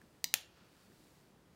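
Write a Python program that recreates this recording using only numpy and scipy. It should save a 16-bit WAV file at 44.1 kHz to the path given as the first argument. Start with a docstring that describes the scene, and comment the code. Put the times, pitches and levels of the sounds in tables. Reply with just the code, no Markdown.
"""Snap of a leather wallet

A stiff leather wallet is turned in the hands, close by in a small quiet room. It catches with a
quick double tick, then snaps once, louder: each sudden release is an impulse that excites a few
damped modes and a brief reverberation. The fingers tap faintly and afterwards slide over the
leather with soft friction noise, above a faint steady hiss and rumble."""
import sys
import numpy as np
from scipy import signal
from scipy.fft import rfft, irfft
from scipy.io import wavfile
from scipy.ndimage import uniform_filter1d

SR = 44100
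rng = np.random.default_rng(int(sys.argv[2]) if len(sys.argv) > 2 else 0)


def file_out(sig):
    """Save sig as 16-bit WAV at sys.argv[1]."""
    # one column per channel
    cols = np.atleast_2d(sig).T
    # limit, then scale
    lim = np.clip(cols, -1, 1)
    pcm = np.round(lim * 32767).astype(np.int16)
    wavfile.write(sys.argv[1], SR, pcm)


N = 68355

# ticks as the leather catches: start_s, level_db
CATCH_TICKS = [(0.2423, -1.5), (0.2433, 1.5), (0.2443, -34)]
# spectrum of a tick's pulse: frequency_hz, level_db
CATCH_SPECTRUM = [(60, -28), (170, -15.5), (550, -11), (1300, -26), (2250, -4), (2900, -10.5), (4400, -3.5),
                  (6200, -3.5), (9200, -9.5), (11000, -18), (14500, -5.5), (16000, -17)]
# modes that ring after a tick: pitch_hz, level_db, t60_s
CATCH_RESONANCES = [(4380, -34.5, 0.018), (4887, -49, 0.085), (6090, -44.5, .04)]
# spectrum of the snap's pulse: frequency_hz, level_db
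SNAP_SPECTRUM = [(59, -62), (100, -21), (634, -19), (1170, -12), (2580, 0), (3940, -6.5), (5770, -5),
                 (6840, -2.5), (7450, -6), (8110, -15.5), (9410, -1.5), (11400, -14.5), (13500, -3),
                 (14700, -11.5), (16000, -17.5)]
# modes that ring after the snap: pitch_hz, level_db, t60_s
SNAP_RESONANCES = [(828, -48, .012), (2677, -61, 0.098), (2930, -67.5, .13), (7374, -49, 0.06)]
# fingertip contacts: start_s, level_db, pitch_hz
FINGER_TAPS = [(0.016, -50.5, 1720), (0.1490, -62, 1900), (0.7572, -67, 1710), (0.9195, -58.5, 1800)]
# envelope of the sliding friction: time_s, level_db
SLIDE_ENVELOPE = [(0, -78), (.14, -77), (.2, -77.5), (.48, -78.5), (.58, -68.5), (.7, -72.5), (.82, -70.5),
                  (.89, -72.5), (1.04, -70), (1.18, -73.5), (1.3, -77), (1.45, -110), (1.53, -79.5),
                  (1.55, -81.5)]
# share of the sliding power that is fine hiss: time_s, share_0_to_1
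SLIDE_HISS_SHARE = [(0, .7), (.2, 0.97), (.6, 0), (.8, 0.68), (1, 1), (1.2, 0.96), (1.55, .4)]
# spectral density of the dull drag: frequency_hz, relative_db
DRAG_SPECTRUM = [(200, -5.5), (700, -3.5), (1400, 5), (2000, -1.5), (2600, 2.5), (3300, -3.5), (4400, -0.5),
                 (6500, -9.5), (10000, -24.5), (16000, -17)]
# spectral density of the fine hiss: frequency_hz, relative_db
HISS_SPECTRUM = [(200, -7.5), (1400, 5), (3200, 0.5), (4500, 6), (6000, 0), (8000, 1), (12000, -3.5),
                 (16000, -3)]
# envelope of the hands shifting their grip: time_s, level_db
GRIP_ENVELOPE = [(0, -88), (.04, -65), (.1, -74), (.55, -92), (.64, -66.5), (.77, -95), (.9, -65.5),
                 (.96, -69.5), (1.06, -71.5), (1.18, -73.5), (1.38, -69.5), (1.45, -76.5), (1.49, -74),
                 (1.55, -92)]
# spectral density of the grip's rub: frequency_hz, relative_db
GRIP_SPECTRUM = [(30, -21), (100, -10), (180, -3), (240, -7.5), (350, -8), (500, -19), (900, -23),
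                 (3000, -50.5)]
# reverberation time of the room: frequency_hz, t60_s
ROOM_DECAY = [(200, 0.46), (1000, 0.4), (3000, 0.32), (6000, 0.26), (10000, 0.24), (15000, 0.15)]
# colouring of the reflections: frequency_hz, gain_db
ROOM_SPECTRUM = [(150, 5.5), (600, 3.5), (1500, -1), (2400, -4.5), (3200, 3.5), (5000, 0), (7000, -2),
                 (9500, -5), (14000, 0.5)]
# spectral density of the steady background: frequency_hz, relative_db
BACKGROUND_SPECTRUM = [(20, -21.5), (60, -0.5), (120, -1.5), (180, 3.5), (230, -4), (340, -3), (600, -8.5),
                       (1200, -13.5), (2200, -18), (4000, -22), (8000, -26.5), (15500, -31)]


def wallet(snap_s=0.3406, snap_db=8.5):
    """Superposition of transients: the stiff leather catches in quick ticks, then snaps."""
    out = np.zeros(N)
    tick = click(CATCH_SPECTRUM, CATCH_RESONANCES)
    for start_s, level_db in CATCH_TICKS:
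        add(out, start_s, amp(level_db) * tick)
    add(out, snap_s, amp(snap_db) * click(SNAP_SPECTRUM, SNAP_RESONANCES))
    return out


def click(spectrum, modes, crinkle_db=-10.5, crinkle_t60_s=0.019):
    """Impulse excitation: a sudden release gives a pulse, a crinkle of settling fibres and weak modes."""
    crack = pulse(spectrum)
    t = np.arange(len(crack)) / SR
    settling = rng.standard_normal(len(t)) * amp(-60 * t / crinkle_t60_s) * np.minimum(t / 0.0009, 1)
    crinkle = signal.fftconvolve(crack, settling / np.linalg.norm(settling))[:len(t)]
    ring = sum(amp(db - 60 * t / t60_s) * np.cos(2 * np.pi * hz * t) for hz, db, t60_s in modes)
    return crack + amp(crinkle_db) * crinkle + ring


def finger_taps(t60_s=0.012, grit_gain=0.24):
    """Damped vibration: each touch on the leather excites one mode and a little noise."""
    out = np.zeros(N)
    t = np.arange(SR // 20) / SR
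    for start_s, level_db, pitch_hz in FINGER_TAPS:
        mode = np.sin(2 * np.pi * pitch_hz * t)
        grit = grit_gain * rng.standard_normal(len(t))
        add(out, start_s, amp(level_db - 60 * t / t60_s) * (mode + grit))
    return out


def finger_friction(grain_db=1.5):
    """Friction noise: skin slides on leather, from dull drag to fine hiss, over the grip's low rub."""
    hiss_share = np.clip(curve(SLIDE_HISS_SHARE), 0, 1)
    flicker = evened(uniform_filter1d(rng.standard_normal(N), size=60))
    grain = evened(amp(grain_db * flicker))
    drag = np.sqrt(1 - hiss_share) * noise(DRAG_SPECTRUM)
    hiss = np.sqrt(hiss_share) * noise(HISS_SPECTRUM)
    grip = amp(curve(GRIP_ENVELOPE)) * noise(GRIP_SPECTRUM)
    return amp(curve(SLIDE_ENVELOPE)) * grain * (drag + hiss) + grip


def room(source, gain_db=-13.5, rise_s=0.0032):
    """Reverberation: the dense reflections of a small room decay exponentially, the treble first."""
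    t = np.arange(SR // 2) / SR
    hz, frame_s, reflections = signal.stft(rng.standard_normal(len(t)), SR, nperseg=256)
    decay = amp(-60 * frame_s / read(ROOM_DECAY, hz)[:, None])
    tail = signal.istft(reflections * decay, SR)[1][:len(t)] * np.minimum(t / rise_s, 1)
    response = signal.fftconvolve(tail / np.linalg.norm(tail), pulse(ROOM_SPECTRUM))
    return amp(gain_db) * signal.fftconvolve(source, response)[:N]


def background(level_db=-67):
    """Stationary noise: a faint hiss and rumble."""
    return amp(level_db) * noise(BACKGROUND_SPECTRUM)


def amp(db):
    """Amplitude ratio of a level in decibels."""
    return 10 ** (np.asarray(db) / 20)


def evened(x):
    """Normalisation to rms 1."""
    return x / np.sqrt(np.mean(x ** 2) + 1e-20)


def read(points, hz):
    """Interpolation on a log-frequency axis."""
    f, value = np.transpose(points)
    return np.interp(np.log(hz + 1), np.log(f + 1), value)


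def curve(points):
    """Linear interpolation of a control curve at every sample."""
    return np.interp(np.arange(N) / SR, *np.transpose(points))


def add(mix, s, sound):
    """Superposition: a sound joins the mix at s seconds."""
    part = mix[max(round(s * SR), 0):][:len(sound)]
    part += sound[:len(part)]


def noise(tone):
    """Spectral shaping: noise of rms 1 with the given spectrum."""
    return evened(irfft(rfft(rng.standard_normal(N)) * amp(read(tone, np.fft.rfftfreq(N, 1 / SR))), N))


def pulse(tone, size=8192):
    """Minimum phase: the sharpest causal pulse with the given spectrum."""
    log_gain = np.log(amp(read(tone, abs(np.fft.fftfreq(size, 1 / SR)))))
    return np.fft.ifft(np.exp(np.conj(signal.hilbert(log_gain)))).real


def scene():
    """Superposition: transients, their reverberation, friction and background add in mono."""
    transients = wallet() + finger_taps()
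    return (transients + room(transients) + finger_friction() + background())[None]


def record(dry):
    """Band limiting: a low-pass filter removes the highest treble."""
    cutoff_hz = 15900
    low_pass = signal.firwin(255, cutoff_hz, window=("kaiser", 8), fs=SR)
    return signal.oaconvolve(dry, low_pass[None], "same")


dry = scene()
out = record(dry)
file_out(out)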